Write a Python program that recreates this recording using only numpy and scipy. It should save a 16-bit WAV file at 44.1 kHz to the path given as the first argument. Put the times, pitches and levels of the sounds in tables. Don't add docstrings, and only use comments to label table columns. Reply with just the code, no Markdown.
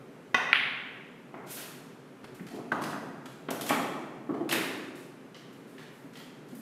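import sys
import numpy as np
from scipy import signal
from scipy.fft import rfft, irfft, next_fast_len
from scipy.io import wavfile
from scipy.ndimage import uniform_filter1d

SR = 44100
rng = np.random.default_rng(int(sys.argv[2]) if len(sys.argv) > 2 else 0)


def digitize_waveform(pressure):
    field = np.atleast_2d(pressure).T
    bounded = np.clip(field, -1, 1)
    quanta = np.round(bounded * 32767).astype(np.int16)
    wavfile.write(sys.argv[1], SR, quanta)


N = 291491


def amp(db):
    return 10 ** (np.asarray(db) / 20)


def unit(x):
    return x / np.sqrt(np.mean(x ** 2) + 1e-20)


def along(points, hz):
    frequencies, values = np.transpose(points)
    return np.interp(np.log(hz + 1), np.log(frequencies + 1), values)


def filtered(x, response):
    size = next_fast_len(x.shape[-1] + 8192)
    return irfft(rfft(x, size) * response(np.fft.rfftfreq(size, 1 / SR)), size)[..., :x.shape[-1]]


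def add(out, start_s, sound, hall_db, paths=(1,)):
    near = np.convolve(sound, paths)
    part = out[:, round(start_s * SR):][:, :len(near)]
    part[0] += near[:part.shape[1]]
    part[1, :len(sound)] += amp(hall_db) * sound[:part.shape[1]]


def hall_hum(level_db=-48):
    # frequency_hz, level_db
    spectrum = [(20, 2.5), (45, -7), (100, -18), (128, 0), (190, -6), (225, -4), (270, 0), (320, -10.5),
                (375, -4), (700, -16.5), (1400, -19.5), (2200, -24), (4500, -36), (13800, -43.5),
                (14500, -88)]
    bands = signal.stft(rng.standard_normal(N), nperseg=1024)[2]
    patches = uniform_filter1d(rng.standard_normal(bands.shape), size=6, axis=0)
    patches = uniform_filter1d(patches, size=3, axis=1)
    noise = signal.istft(bands * amp(.6 * unit(patches)), nperseg=1024)[1][:N]
    return amp(level_db) * unit(filtered(noise, lambda hz: amp(along(spectrum, hz))))


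def ringing(modes, rise_s, scatter_db):
    t = np.arange(SR // 4) / SR
    ring = np.zeros(len(t))
    for pitch_hz, level_db, t60_s in modes:
        decay = amp(level_db + scatter_db * rng.normal() - 60 * t / t60_s)
        drift = np.cumsum(rng.standard_normal(len(t))) * pitch_hz / 120000
        ring += decay * np.sin(2 * np.pi * pitch_hz * t + drift)
    ring *= 1 - np.exp(-t / rise_s)
    return ring / np.abs(ring).max()


def crack(colour_db, rise_s, t60_s):
    t = np.arange(SR // 4) / SR
    bins_hz = np.fft.rfftfreq(len(t), 1 / SR)
    burst = rng.standard_normal(len(t)) * amp(-60 * t / t60_s)
    lumps = np.sqrt(uniform_filter1d(np.abs(rfft(burst)) ** 2, size=25))
    burst = filtered(burst, lambda hz: amp(colour_db(hz)) / np.interp(hz, bins_hz, lumps))
    burst *= 1 - np.exp(-t / rise_s)
    return burst / np.abs(burst).max()


def cue_strokes():
    # pitch_hz, level_db, t60_s
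    stick_modes = [(249, -20, 0.067), (430, -16.5, 0.028), (738, -23, 0.36), (892, -15, 0.049),
                   (1107, -10.5, 0.14), (1458, -2.5, 0.046), (1978, -1, 0.058), (2525, -10.5, 0.069),
                   (2730, -18, 0.057), (3085, -15, 0.059), (3650, -14.5, 0.042)]
    # frequency_hz, level_db
    tip_spectrum = [(300, -7.5), (900, 1), (2000, -4.5), (4000, -19.5), (6200, -14.5), (7000, -31),
                    (12000, -35), (15000, -66)]
    # start_s, level_db, rise_s, tilt_db_per_octave, crack_db, hall_db
    strokes = [(0.3441, -8, 0.0013, 1, -5, -0.5), (2.7165, -29, 0.0024, -5, -18, -2)]
    out = np.zeros((2, N))
    for start_s, level_db, rise_s, tilt, crack_db, hall_db in strokes:
        modes = [(hz, db + tilt * max(np.log2(hz / 1500), 0), t60) for hz, db, t60 in stick_modes]
        tip = amp(crack_db) * crack(lambda hz: along(tip_spectrum, hz), rise_s=0.0012, t60_s=0.03)
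        stick = ringing(modes, rise_s, scatter_db=1.5)
        add(out, start_s, amp(level_db) * (stick + tip), hall_db)
    return out


def impulse(spectrum):
    cepstrum = irfft(np.log(amp(along(spectrum, np.fft.rfftfreq(2048, 1 / SR)))))
    cepstrum[1:1024] *= 2
    cepstrum[1025:] = 0
    pulse = irfft(np.exp(rfft(cepstrum)))
    return pulse / np.abs(pulse).max()


def ball_click():
    # start_s, level_db, hall_db
    collisions = [(0.53, -2, 3.5)]
    # frequency_hz, level_db
    spectrum = [(300, -21), (800, -36), (1350, -4), (2200, 2), (3300, -4), (5000, -28), (6000, -54),
                (10500, -36), (14000, -57)]
    # delay_s, gain_db
    echoes = [(.00045, -2), (.0021, -7), (.0025, -6), (.0033, -14), (.0055, -16), (.007, -15), (.0145, -14),
              (.02, -14), (.028, -12)]
    # pitch_hz, level_db, t60_s
    slate_modes = [(920, 3, 0.033), (1080, 4, 0.029), (1380, 10.5, 0.042)]
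    delays = [0] + [round(delay_s * SR) for delay_s, _ in echoes]
    gains = [1] + [amp(gain_db) for _, gain_db in echoes]
    out = np.zeros((2, N))
    for start_s, level_db, hall_db in collisions:
        add(out, start_s, amp(level_db) * impulse(spectrum), hall_db, paths=np.bincount(delays, gains))
        slate = ringing(slate_modes, rise_s=0.0005, scatter_db=0)
        add(out, start_s, amp(level_db - 14) * slate, hall_db=-4)
    return out


def knocks_and_heel_taps():
    # pitch_hz, level_db, t60_s
    body_modes = [(167.5, -8.5, 0.1), (273.7, -6, 0.14), (342, 0, 0.039), (426.6, -13, 0.15),
                  (670, 2.5, 0.039), (877, -1.5, 0.055), (1125, -10.5, 0.13), (1323, -11.5, 0.18),
                  (1445, 5, 0.017), (1950, 3.5, 0.03), (3130, 2, 0.035)]
    # start_s, level_db, cutoff_hz, tilt_db_per_octave, rise_s, note_hz, note_db, crack_db, hall_db
    blows = [(1.342, -34, 2170, -4.5, 0.00034, 740, 13, 1.2, 4.5),
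             (1.386, -46, 1090, -5, 0.0091, 803, -9, -7, 7), (2.394, -44, 2300, 2, 0.007, 1850, 9, -1, -1),
             (2.407, -37.5, 278, 1, 0.0019, 177, 2, 5.5, 0.5),
             (2.509, -40.5, 604, 1, 0.0074, 280, -4, -4.5, 11),
             (2.581, -35.5, 1400, -5, 0.011, 810, -11, 0.5, -1),
             (2.718, -17.5, 1500, 5, 0.0025, 1533, 12.5, -3, -7),
             (2.726, -29, 1290, -1.5, 0.01, 243.4, -5, -1.5, 8.5),
             (2.745, -33, 1300, 0, .006, 1200, 10, -0.5, 5.5),
             (2.926, -30.5, 1650, -1.5, .006, 1370, 3, 3, 2),
             (3.486, -26, 3400, -4.5, 0.00126, 300, -20, 0.5, 3),
             (3.509, -28.5, 910, -2, 0.0048, 283, -16, 1, 1),
             (3.692, -32.5, 3430, 2.5, 0.001, 3330, 6, 5, 5.5),
             (3.696, -23, 2700, 3, 0.0014, 2316, 9.5, 0, 4),
             (3.704, -17, 1350, 0.5, 0.0024, 626, -6.5, -6.5, 2),
             (3.715, -22.5, 500, 0, 0.003, 290, -7, -12, 0.5),
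             (4.291, -23, 1300, 3, 0.0026, 304, 9.5, -9.5, 3.5),
             (4.305, -24, 448, -3, .003, 288, 1, -1, -6),
             (4.338, -32.5, 800, 19, 0.013, 425, 12, -6.5, 1.5),
             (4.345, -35.5, 900, 7, 0.015, 702, 13, -13, 4),
             (4.407, -24.5, 465, 21, 0.0027, 340, 7, -19, -1.5),
             (4.512, -24, 4040, 4, 0.00033, 2930, 8, 1, -1), (4.523, -26.5, 577, 2, .008, 335, -3, -3.5, 4),
             (4.524, -26, 2400, 6.5, 0.0049, 1720, -2, 7, 3),
             (4.536, -27, 4200, 16, 0.0014, 3710, 6, -5.5, 1.5),
             (4.553, -29.5, 500, 6, 0.0047, 340, 7, 1.5, -5.5),
             (4.612, -29, 2300, 10, 0.0013, 2073, 14, -3, -1), (5.345, -42, 4730, 5, 0.0004, 2930, 5, 0, 3),
             (5.353, -47, 3200, 7, .0006, 2030, 1, 2.5, -0.5),
             (5.7815, -42.5, 3000, 13, 0.00056, 1760, 9, -1.5, 4.5),
             (6.043, -39.5, 320, 2, 0.013, 272, -3, -17, -5),
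             (6.155, -44.5, 3600, 5, 0.0005, 1900, -4, 0, 5.5),
             (6.173, -45.5, 5900, 0, .0004, 4570, 11, -2, 3),
             (6.524, -38.5, 315, 8, 0.033, 246, -1, -13, 1.5)]
    lowest_hz = 205
    spot_shift = .04
    note_cycles, note_hold_s = 25, .012
    out = np.zeros((2, N))
    for start_s, level_db, cutoff_hz, tilt, rise_s, note_hz, note_db, crack_db, hall_db in blows:
        def excitation_db(hz):
            loss = (1 + (hz / cutoff_hz) ** 10) * (1 + (lowest_hz / (hz + 20)) ** 5)
            return np.maximum(-10 * np.log10(loss) + tilt * np.log2((hz + 20) / cutoff_hz), -56)

        modes = [(hz * (1 + spot_shift * rng.normal()), db + excitation_db(hz), t60)
                 for hz, db, t60 in body_modes]
        modes.append((note_hz, note_db, note_cycles / note_hz + note_hold_s))
        ring = ringing(modes, rise_s, scatter_db=2)
        contact = amp(crack_db) * crack(excitation_db, rise_s, t60_s=0.052)
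        add(out, start_s, amp(level_db) * (ring + contact), hall_db)
    return out


def steps_and_ticks():
    # start_s, level_db, rise_s, tilt_db_per_octave, hall_db
    bursts = [(1.453, -53, 0.021, 0, 10.5), (1.486, -42.5, 0.027, 8, 2), (1.558, -42.5, 0.012, -3.5, 6.5),
              (2.232, -50, 0.00066, -6.5, 2), (2.241, -38, 0.002, -6, -2), (2.342, -56, 0.0071, 2, -0.5),
              (2.465, -47.5, 0.0033, -3, -9), (2.484, -47, 0.0018, -3.5, 6.5),
              (2.55, -51.5, 0.0076, -3, -7), (2.719, -35, 0.0019, -5.5, 1.5), (2.807, -43, 0.014, -2, -1),
              (2.836, -33.5, 0.0019, -3.5, 1), (2.899, -38, 0.0062, -5, -5), (3.256, -42, 0.002, -4, 1.5),
              (3.504, -34.5, 0.0024, 1.5, -1), (3.608, -35, 0.0037, 0.5, 0.5),
              (3.664, -36, 0.00067, 0, 8.5), (3.688, -33, 0.0043, 2, -1.5), (4.49, -29.5, 0.0022, -3, 8.5),
              (4.52, -30, 0.005, 7, -3.5), (4.949, -55, 0.0076, 1, 5.5), (5.361, -52, 0.0033, -3.5, 2),
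              (5.525, -61.5, 0.0048, 2, 2), (5.657, -65, 0.022, 0, 5), (5.791, -47, 0.0022, -5, 7),
              (5.9, -68.5, .04, 5, 2), (6.128, -56, 0.0077, -3, 9), (6.17, -53.5, 0.00075, 0.5, 5),
              (6.48, -60, 0.0078, -0.5, 5), (6.546, -55.5, 0.0064, 7, 4)]
    # frequency_hz, level_db
    spectrum = [(100, -7), (400, -8.5), (1500, 1), (3000, 0.5), (6500, -3.5), (10500, -4), (14000, -6.5),
                (16000, -26)]
    shortest_t60_s, drag = 0.056, 11.8
    t = np.arange(SR // 3) / SR
    out = np.zeros((2, N))
    for start_s, level_db, rise_s, tilt, hall_db in bursts:
        grit = rng.standard_normal(len(t)) * amp(2 * rng.standard_normal(len(t)))
        grit = filtered(grit, lambda hz: amp(along(spectrum, hz) + tilt * np.log2((hz + 50) / 4000)))
        swell = np.clip(t / rise_s, 0, 1) ** 2
        decay = amp(-60 * np.maximum(t - rise_s, 0) / (shortest_t60_s + drag * rise_s))
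        add(out, start_s, amp(level_db) * swell * decay * unit(grit), hall_db)
    return out


def reverberation(sent):
    # frequency_hz, t60_s
    decay_times = [(150, 2.53), (500, 1.59), (1500, 1.156), (3500, 0.96), (7000, 0.88), (14000, 0.58)]
    delay_samples, fill_s = 620, 0.00084
    scattered = .3
    frames = dict(fs=SR, nperseg=1024, noverlap=896)
    hz, t, bands = signal.stft(np.pad(sent, (delay_samples, 0))[:N], **frames)
    hop_s = t[1] - t[0]
    fill = np.exp(-hop_s / fill_s)
    retained = amp(-60 * hop_s / along(decay_times, hz)) ** 2
    power = np.abs(bands) ** 2
    power = (1 - scattered) * power + scattered * uniform_filter1d(power, size=9, axis=0)
    energy = [signal.lfilter([(1 - keep) * (1 - fill)], np.convolve([1, -keep], [1, -fill]), band)
              for keep, band in zip(retained, power)]
    noise = signal.stft(rng.standard_normal(N), **frames)[2]
    noise /= 2 * np.abs(noise).std()
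    return signal.istft(noise * np.sqrt(np.abs(energy)), **frames)[1][:N]


def scene():
    near, sent = cue_strokes() + ball_click() + knocks_and_heel_taps() + steps_and_ticks()
    return (near + reverberation(sent) + hall_hum())[None]


def record(dry):
    averaging_s, knee_db = .35, -16.5
    bass_hz, bass_floor_db, top_hz = 118, -29.5, 15700
    keep = np.exp(-1 / (averaging_s * SR))
    running_rms = np.sqrt(np.abs(signal.lfilter([1 - keep], [1, -keep], dry ** 2)))
    ducked = dry / (1 + running_rms / amp(knee_db))
    bass_cut = lambda hz: amp(bass_floor_db) + 1 / (1 + (bass_hz / (hz + 1)) ** 7)
    return filtered(ducked, lambda hz: bass_cut(hz) * (hz < top_hz))


dry = scene()
out = record(dry)
digitize_waveform(out)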